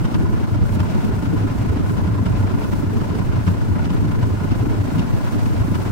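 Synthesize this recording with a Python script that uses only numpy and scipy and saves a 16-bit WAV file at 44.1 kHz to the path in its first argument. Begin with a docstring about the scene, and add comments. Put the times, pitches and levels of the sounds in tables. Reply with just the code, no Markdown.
"""A throbbing boom and a puttering engine: a small motor cart on old desert track, heard from on board.
Out-of-round wheels pump the deck and tap twice a turn; the one-cylinder engine puffs and rings its casing.
The boom lurches about once a turn, the frame rumbles, and rough spots jolt it with a crack, clack and thud.
Underneath, steel grinds on rusty rail, dry weeds swish along the underside and the air stream rumbles."""
import sys
import numpy as np
from scipy import signal
from scipy.fft import rfft, irfft
from scipy.io import wavfile
from scipy.ndimage import uniform_filter1d, minimum_filter1d

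SR = 44100
rng = np.random.default_rng(int(sys.argv[2]) if len(sys.argv) > 2 else 0)


def bounce(signal):
    """Save signal as a 16-bit WAV file at the path given by the first command-line argument."""
    frames = np.transpose(np.atleast_2d(signal))
    limited = np.clip(frames, -1, 1)
    pcm = np.round(limited * 32767).astype(np.int16)
    wavfile.write(sys.argv[1], SR, pcm)


N = 260631
T = np.arange(N) / SR
FREQS = np.arange(N // 2 + 1) * SR / N

# the deck's boom along the ride: (time [s], level [dB], width as side minus mid [dB])
DECK_BOOM = [(0, -22, 9), (.45, -16, 25), (.6, -15, 8), (.82, -22, -1), (1.0, -29, 38), (1.2, -30, -5),
             (2.2, -22, 4), (2.68, -27, 10), (3.15, -20, -6), (3.9, -21.5, 19), (4.4, -19.5, 9),
             (4.7, -29, -3), (5.2, -18, 26), (5.65, -21, 4), (5.91, -20, 2)]
# lurches of the low boom, about one per wheel turn: (time [s], mid level [dB], side level [dB])
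BOOM_LURCHES = [(0.07, -39, -12), (0.17, -29, -21), (0.25, -39, -17), (0.34, -33.0, -20), (0.54, -23, -26),
                (0.63, -26, -10.5), (0.73, -16.5, -22), (0.82, -14, -33), (0.97, -36, -12),
                (1.07, -23.5, -18), (1.15, -18, -33.0), (1.28, -23.5, -22), (1.37, -22, -19),
                (1.44, -15.5, -33.0), (1.52, -20, -31), (1.62, -17.5, -37), (1.72, -16.5, -34),
                (1.84, -25, -16), (1.93, -16.5, -33.0), (2.03, -23, -19), (2.12, -16, -34),
                (2.21, -12, -21), (2.31, -18, -33.0), (2.41, -16, -34), (2.46, -19, -22),
                (2.55, -28.5, -15.5), (2.83, -24, -35), (2.88, -22, -23.5), (2.97, -31, -15.0),
                (3.21, -24, -35), (3.3, -39, -20), (3.39, -16, -33.0), (3.501, -12, -33.0),
                (3.63, -28, -17), (3.719, -15, -29), (3.82, -23.5, -17), (3.95, -44, -17), (4.01, -21, -27),
                (4.09, -19, -28), (4.16, -33, -16), (4.24, -21, -16), (4.33, -18, -34), (4.52, -17.5, -17),
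                (4.62, -16.5, -31.0), (4.71, -41, -15), (4.8, -13.5, -33.0), (4.98, -23, -33.0),
                (5.14, -24.5, -14), (5.27, -42, -6), (5.37, -25, -25), (5.43, -40, -14), (5.52, -43, -18),
                (5.61, -17.5, -14), (5.72, -23.5, -26)]
# moments when the wheels run light: (time [s], half length [s], level change [dB])
LIGHT_RUNNING = [(0.095, 0.027, -12.5), (0.47, 0.026, -7.5), (1.56, 0.016, -2.5), (2.237, 0.012, -19),
                 (2.5, 0.014, -3.5), (3.587, 0.02, 1), (4.37, .035, -3), (4.555, 0.019, -5),
                 (4.918, 0.015, -10), (5.08, 0.021, -5), (5.222, 0.036, -7), (5.291, 0.03, -12),
                 (5.414, .014, -5)]
# wheel speed: (time [s], turn rate [Hz])
TURN_RATE = [(0, 10.65), (2.8, 10.65), (3.4, 10.72), (4.9, 10.45), (5.9, 10.55)]
# engine speed: (time [s], firing rate [Hz])
FIRING_RATE = [(0.0, 27.65), (1.0, 28.09), (3.3, 28.05), (4.6, 27.48), (5.9, 27.67)]
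# wheel hits on rough spots: (time [s], clack of loose parts [dB], crack of steel [dB], thud [dB],
# thud pitch [Hz], thud width as side minus mid [dB])
ROUGH_SPOTS = [(0.049, 0, 0, -22, 205, -5), (0.143, 0.5, 1.5, -14, 203, 21), (0.204, -10, -17, -19, 280, 0),
               (0.433, -5.5, -20, -17, 214, 11), (0.798, 2, 2.5, -17, 204, -2),
               (0.852, -5, -15, -27, 163, 3), (0.894, -10, -1.5, -18.5, 207, -14),
               (0.946, -5, -4, -27, 226, -4), (1.041, -15, -5.5, -16, 172, 6),
               (1.222, -8, -10, -22, 283, 2), (1.253, -2, -5, -22, 167, -1),
               (1.328, -15, -12, -17.5, 285.5, -2), (1.69, -1, -7, -24, 205, 10),
               (1.792, -12, -9, -17, 170, 24), (1.893, 0, -7, -18, 180, 10), (1.976, -6, -7, -13, 172, 18),
               (2.068, -18, -5, -15.5, 200, -4), (2.259, 2.5, -0.5, -16.5, 192, -2),
               (2.538, -7, -16, -17, 261, -4), (2.636, -6, -1.5, -18, 214, 5),
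               (2.728, -3, -3, -12, 183, 14), (2.963, -9, -20, -16.5, 213, -6),
               (3.008, -3, -7, -23, 145, 0), (3.097, -9, -4, -20.5, 172, -1), (3.149, -5, -6, -29, 146, -2),
               (3.188, -13, -4, -17.5, 192, -6), (3.473, 5, 2.5, -14, 183, -10),
               (3.756, -0.5, -26, -21, 229, 15), (3.786, -1.5, -26, -34, 200, 8),
               (3.85, -6, -0.5, -18, 178, 12), (3.9, -10, -2, -16.5, 176, -8),
               (4.012, -14, -23, -21, 280, -2.5), (4.046, -14, -7, -23, 177, -4),
               (4.114, -1, -13, -24.5, 195, 2), (4.225, -2, -3, -27, 145, -1),
               (4.437, -1, -18, -25, 200, -2), (4.51, -6, -1, -20, 145, 1), (4.611, -16, -9, -21, 274, -10),
               (4.695, -5, -20, -18.5, 181, 19), (4.949, -3, -16, -15.5, 155, -6),
               (4.972, -13, -10, -19.5, 235, -5), (4.989, -6, 3.5, -20, 177, -10),
               (5.271, -1, -9, -29, 146, 6), (5.342, -6, -6, -19.5, 235, -8), (5.385, -3, -8, -23, 208, 4),
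               (5.528, -10, -14, -25, 291, 2), (5.749, 0.5, 0, -21, 178, 3)]
# texture of the rail: (time [s], grind [dB], hiss [dB])
RAIL_SURFACE = [(0, -1.5, 2.5), (.5, -1, -1), (.8, -0.5, 1), (1.25, 0, 2), (2.2, -1, 0), (3.1, -1, 0.5),
                (4.35, -1, 1), (4.9, 0.5, 3.5), (5.91, 0.5, 4.5)]
# weeds brushing the cart: (time [s], half length [s], level [dB])
WEED_BRUSHES = [(0.734, 0.029, -10), (0.753, .007, -9), (.804, .005, -10), (1.907, 0.047, -13),
                (2.677, 0.2, -13.5), (3.497, 0.063, -13), (3.934, 0.027, -13), (5.74, 0.095, -13)]

# ringing modes: (frequency [Hz], bandwidth [Hz], level [dB per Hz])
CASING_MODES = [(593.5, 37, -61), (894, 47, -61.5), (1011.6, 39.5, -58.5), (1342, 146, -69.5),
                (1447, 60, -64.5), (1684, 21, -68.5), (2076, 160, -77), (2860, 110, -82.5)]  # engine casing
FRAME_MODES = [(126.5, 29.2, -44.5), (167.6, 46, -46.5), (221, 71, -49), (286.3, 53, -51.5),
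               (352.4, 80, -58), (409.5, 86, -57)]  # frame and floor
WHEEL_MODES = [(937, 150, -67), (2970, 230, -66.5), (3950, 110, -85), (4690, 180, -75.5), (5420, 84, -73)]  # struck wheel

# noise colours: (frequency [Hz], level [dB per Hz])
EXHAUST_EQ = [(60, -71), (130, -55), (180, -49), (240, -49), (300, -51), (400, -63), (700, -78)]  # low, round puff
VALVE_EQ = [(500, -103), (1200, -71), (2500, -102), (3500, -89.5), (5000, -91.5), (8000, -100.5),
            (11000, -104)]  # thin tick
CLACK_EQ = [(300, -58), (600, -78), (1000, -62.5), (1400, -62), (2000, -72.5), (3000, -80.5), (5000, -91),
            (8000, -93), (15000, -108)]  # loose parts and wheel taps
CRACK_EQ = [(1600, -77), (2600, -72.5), (5000, -80), (8000, -85.5), (15000, -102)]  # bright bite of steel
GRIND_EQ = [(200, -100), (450, -65.5), (680, -63), (780, -65.5), (1000, -69.5), (1200, -75), (1700, -76),
            (2700, -79), (3400, -85), (5500, -89), (9000, -103)]  # midrange of the rolling treads
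RUST_EQ = [(2000, -103), (4500, -92.5), (8000, -92.5), (10500, -97), (16000, -96.5)]  # fine, high hiss
WEED_EQ = [(2000, -93), (4000, -78), (8000, -79.5), (12000, -81), (16000, -80)]  # dry, airy swish
WIND_EQ = [(12, -47), (24, -47), (34, -50.5), (50, -47), (75, -42.5), (110, -46), (160, -56.5)]  # deep buffeting

# how much louder the left side is: (frequency [Hz], left minus right [dB])
LEFT_TILT = [(20, 0.5), (200, 0.5), (400, -0.5), (650, -3.5), (1000, 1), (1450, 0.5), (2100, 0.5),
             (3600, 3), (5000, 0.5), (7500, 2), (11000, 4.5), (20000, 1)]


def deck(half_turns, boom_db, width_db, boom_hz=100.15, swing_hz=2.8, wander_hz=6.16, width_drift_db=-8.5):
    """Wheel hop pumps the deck's drum mode twice a turn; its pitch rises under load; the boom lurches."""
    load = -np.cos(2 * np.pi * half_turns)
    hop_strength = uniform_filter1d(cycle_gains(half_turns, scatter_db=1.0), size=600)
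    throb = undb(boom_db) * unit_rms((1 + 0.57 * load) * hop_strength)
    pitch_hz = boom_hz + swing_hz * load + wander_hz * wander(24.2)
    phase = 2 * np.pi * np.cumsum(pitch_hz) / SR
    spread = np.arctan(undb(width_db + width_drift_db * wander(2.9)))
    lurch_mid, lurch_side = lurches() * (1 + 0.5 * load)
    mid = np.hypot(throb * np.cos(spread), lurch_mid)
    side = np.hypot(throb * np.sin(spread), lurch_side)
    # the boom's left-right phase wanders at random, making it sound wide and shifting
    lead = np.arctan2(side, mid) * np.tanh(20 * wander(2.66))
    return np.hypot(mid, side) * np.sin(phase + np.array([lead, -lead]))


def lurches(half_s=0.034):
    """Mid and side envelopes of the low boom's lurches, about one per wheel turn."""
    return sum(undb([[mid_db], [side_db]]) * swell(s, half_s) for s, mid_db, side_db in BOOM_LURCHES)


def lulls():
    """A gain that ducks the rumble for a moment where the wheels run light."""
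    return undb(sum(db * swell(s, half_s) for s, half_s, db in LIGHT_RUNNING))


def engine(firings, flare_db=1.63):
    """Each firing puffs the exhaust, ticks the valves and rattles the casing, whose modes flare singly."""
    rattle = 0.4 + 0.48 * blows(firings + 0.11, peak=0.23, scatter_db=1.6)
    casing = 0
    for mode in CASING_MODES:
        flare = undb(flare_db * wander(13))
        casing += flex(excite(rattle * flare, resonances([mode])))
    puffs = excite(blows(firings - .22, peak=0.2, scatter_db=1.7), colour(EXHAUST_EQ))
    ticks = excite(0.3 + .5 * blows(firings - .02, peak=0.38, scatter_db=3.0), colour(VALVE_EQ))
    return casing + puffs + ticks


def frame(shudder_db, swell_db=2.5):
    """Uneven rail shakes a rumble out of the frame; each mode swells and fades on its own."""
    rumble = 0
    for hz, bandwidth, db in FRAME_MODES:
        shaking = undb(shudder_db + db) * unit_rms(undb(swell_db * wander(8.9)))
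        ring = excite(shaking, resonances([(hz, bandwidth, 0)]) ** 2)
        rumble += flex(ring, delay_s=.0008)
    return rumble


def shudder(rise_s=0.012, fall_s=0.024, rest_db=-0.9, jolt_db=-0.5, lurch_db=4, restless_db=1.0):
    """Frame shake in dB: it wanders, rises with each lurch, and builds as a wheel climbs a rough spot."""
    jolts = sum(undb(thud_db) * spike(s, rise_s, fall_s) for s, _, _, thud_db, _, _ in ROUGH_SPOTS)
    shake = 1 + undb(jolt_db) * jolts + undb(lurch_db) * np.hypot(*lurches())
    return rest_db + 20 * np.log10(shake) + restless_db * wander(15)


def knocks(clack_s=0.0052, scrape_db=-5.5, ring_db=6.5, grit_db=3.5, wander_hz=14.0):
    """A wheel hits a rough spot: steel cracks through grit, loose parts ring the casing, the frame thuds."""
    clack, crack, thuds = np.zeros(N), np.zeros(N), np.zeros((2, N))
    drift_cycles = wander_hz * np.cumsum(wander(39.5)) / SR
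    for s, clack_db, crack_db, thud_db, thud_hz, width_db in ROUGH_SPOTS:
        age = np.maximum(T - s, 0)
        strike = pulse(age, clack_s) ** 2
        bite = spike(s + clack_s, rise_s=.003, fall_s=0.0078)
        flange_scrape = undb(scrape_db) * swell(s + clack_s, half_s=0.013)
        clack += undb(clack_db) * np.maximum(strike, flange_scrape)
        crack += undb(crack_db) * np.maximum(bite, flange_scrape)
        tail = slice(int(s * SR), int(s * SR) + SR // 4)
        thuds[:, tail] += undb(thud_db) * thud(age[tail], thud_hz, drift_cycles[tail], width_db)
    chatter = excite(clack, colour(CLACK_EQ))
    casing_ring = undb(ring_db) * excite(clack, resonances(CASING_MODES))
    crunch = crack * unit_rms(undb(grit_db * wander(900)))
    steel = excite(crunch, colour(CRACK_EQ))
    wheel_ring = flex(excite(crunch, resonances(WHEEL_MODES)))
    return chatter + casing_ring + steel + wheel_ring + thuds


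def thud(age, hz, drift_cycles, width_db, overtone_hz=300.7, overtone_db=-12.5):
    """The jolted frame swings briefly in two bending modes; a phase lead on one side gives the width."""
    lead = np.arctan(undb(width_db)) * rng.choice([-1, 1]) * np.array([[1], [-1]])
    phase = 2 * np.pi * (hz * age + drift_cycles)
    overtone = undb(overtone_db) * np.sin(overtone_hz / hz * phase + lead)
    return pulse(age, peak_s=0.0093) * (np.sin(phase + lead) + overtone)


def rolling(half_turns, firings, grind_db, hiss_db, tap_db=-15.5):
    """Steel on rusty rail: the treads grind, hiss as the engine shakes them, and tap twice a turn."""
    grind = undb(grind_db + 0.3 * wander(21))
    treads = excite(grind * unit_rms(undb(2.1 * wander(43))), colour(GRIND_EQ))
    engine_shake_db = 1.15 * np.cos(2 * np.pi * (firings - .4))
    rust = excite(undb(hiss_db + engine_shake_db + 1.36 * wander(15)), colour(RUST_EQ))
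    hops = blows(half_turns - .25, peak=0.26, scatter_db=2.5)
    taps = excite(undb(tap_db) * grind * hops, colour(CLACK_EQ))
    return treads + rust + taps


def weeds(crackle_db=2.4):
    """Dry stalks scrape past in short, crackly swishes."""
    touch = sum(undb(db) * swell(s, half_s) for s, half_s, db in WEED_BRUSHES)
    return excite(touch * undb(crackle_db * wander(900)), colour(WEED_EQ))


def wind(shudder_db, deck_width_db, gust_db=1.5, shake_share=0.17, width_share=0.34):
    """Air rumbles on the microphone, more as the frame shakes it, and widens and narrows with the boom."""
    gusts = unit_rms(undb(gust_db * wander(5.5) + shake_share * shudder_db))
    air = excite(gusts, colour(WIND_EQ))
    spread = np.arctan(undb(width_share * (deck_width_db - 7)))  # mid and side are even at 7 dB
    mid, side = np.cos(spread) * air[0], np.sin(spread) * air[1]
    return np.array([mid + side, mid - side])


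def flex(pair, delay_s=.0004):
    """Flexing metal bends a ring's pitch up and down, by a small wandering delay."""
    bent_time = T + delay_s * wander(11.17)
    return np.array([np.interp(bent_time, T, channel) for channel in pair])


def excite(force, response):
    """Noise that follows a force, unrelated left and right, through a response given per Hz."""
    noise = force * rng.standard_normal((2, N))
    return irfft(rfft(noise) * response, N) * np.sqrt(SR / 2)


def resonances(modes):
    """Response of damped modes; neighbours swing in opposite senses."""
    response = 0
    for k, (hz, bandwidth, db) in enumerate(modes):
        damping = 1j * FREQS * bandwidth
        response += (-1) ** k * undb(db) * damping / (hz ** 2 - FREQS ** 2 + damping)
    return response


def colour(points):
    """EQ response through (frequency [Hz], level [dB]) points, falling 20 dB an octave past both ends."""
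    hz, db = np.transpose(points)
    octave = np.log2(FREQS + 1)
    beyond = np.abs(octave - np.clip(octave, np.log2(hz[0]), np.log2(hz[-1])))
    return undb(np.interp(octave, np.log2(hz), db) - 20 * beyond)


def blows(cycles, peak, scatter_db):
    """One blow a cycle, each of its own strength, cresting near the share `peak` and dying by the next."""
    age = cycles % 1
    shape = age * np.exp(-age / peak) * (1 - age ** 6)
    return unit_rms(shape * cycle_gains(cycles, scatter_db))


def cycle_gains(cycles, scatter_db):
    """A random gain held for each cycle."""
    count = np.floor(cycles - np.floor(cycles[0])).astype(int)
    return undb(scatter_db * rng.standard_normal(1024)[count])


def pulse(age, peak_s):
    """A struck envelope: a quick climb to 1, then a longer tail."""
    return age / peak_s * np.exp(1 - age / peak_s)


def spike(s, rise_s, fall_s):
    """A pointed envelope: exponential rise to a moment, exponential fall after it."""
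    return np.exp(-np.maximum((s - T) / rise_s, (T - s) / fall_s))


def swell(s, half_s):
    """A smooth rise and fall around a moment."""
    return np.exp(-((T - s) / half_s) ** 2)


def wander(rate_hz):
    """Smooth random modulation with a spread of 1."""
    drift = irfft(rfft(rng.standard_normal(N)) * np.exp(-(FREQS / rate_hz) ** 2), N)
    return drift / drift.std()


def curves(table):
    """One automation curve for each column after a table's time column."""
    times, *columns = np.transpose(table)
    return [np.interp(T, times, column) for column in columns]


def unit_rms(x):
    """Scale to an rms of 1."""
    return x / np.sqrt(np.mean(x ** 2))


def undb(db):
    """Decibels to gain."""
    return 10 ** (np.asarray(db) / 20)


def scene():
    """Mix the cart's layers, locked to two rhythms: the engine's firing and the turning wheels."""
    firings = np.cumsum(curves(FIRING_RATE)[0]) / SR
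    half_turns = 2 * np.cumsum(curves(TURN_RATE)[0]) / SR + 0.22
    boom_db, width_db = curves(DECK_BOOM)
    grind_db, hiss_db = curves(RAIL_SURFACE)
    shudder_db = shudder()
    body = deck(half_turns, boom_db, width_db) + frame(shudder_db)
    rumble = lulls() * (body + wind(shudder_db, width_db))
    return rumble + engine(firings) + knocks() + rolling(half_turns, firings, grind_db, hiss_db) + weeds()


def record(dry):
    """Colour the two sides slightly apart, limit the heaviest bumps and cut the top steeply."""
    ceiling, top_hz = .55, 15800
    hz, left_db = np.transpose(LEFT_TILT)
    tilt_db = np.interp(np.log2(FREQS + 1), np.log2(hz), left_db) / 2
    tilted = irfft(rfft(dry) * undb([tilt_db, -tilt_db]), N)
    allowed_gain = ceiling / np.maximum(np.abs(tilted).max(axis=0), ceiling)
    limiter_gain = uniform_filter1d(minimum_filter1d(allowed_gain, size=600), size=600)
    high_cut = signal.ellip(12, .1, 90, top_hz, fs=SR, output="sos")
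    return signal.sosfilt(high_cut, tilted * limiter_gain)


dry = scene()
out = record(dry)
bounce(out)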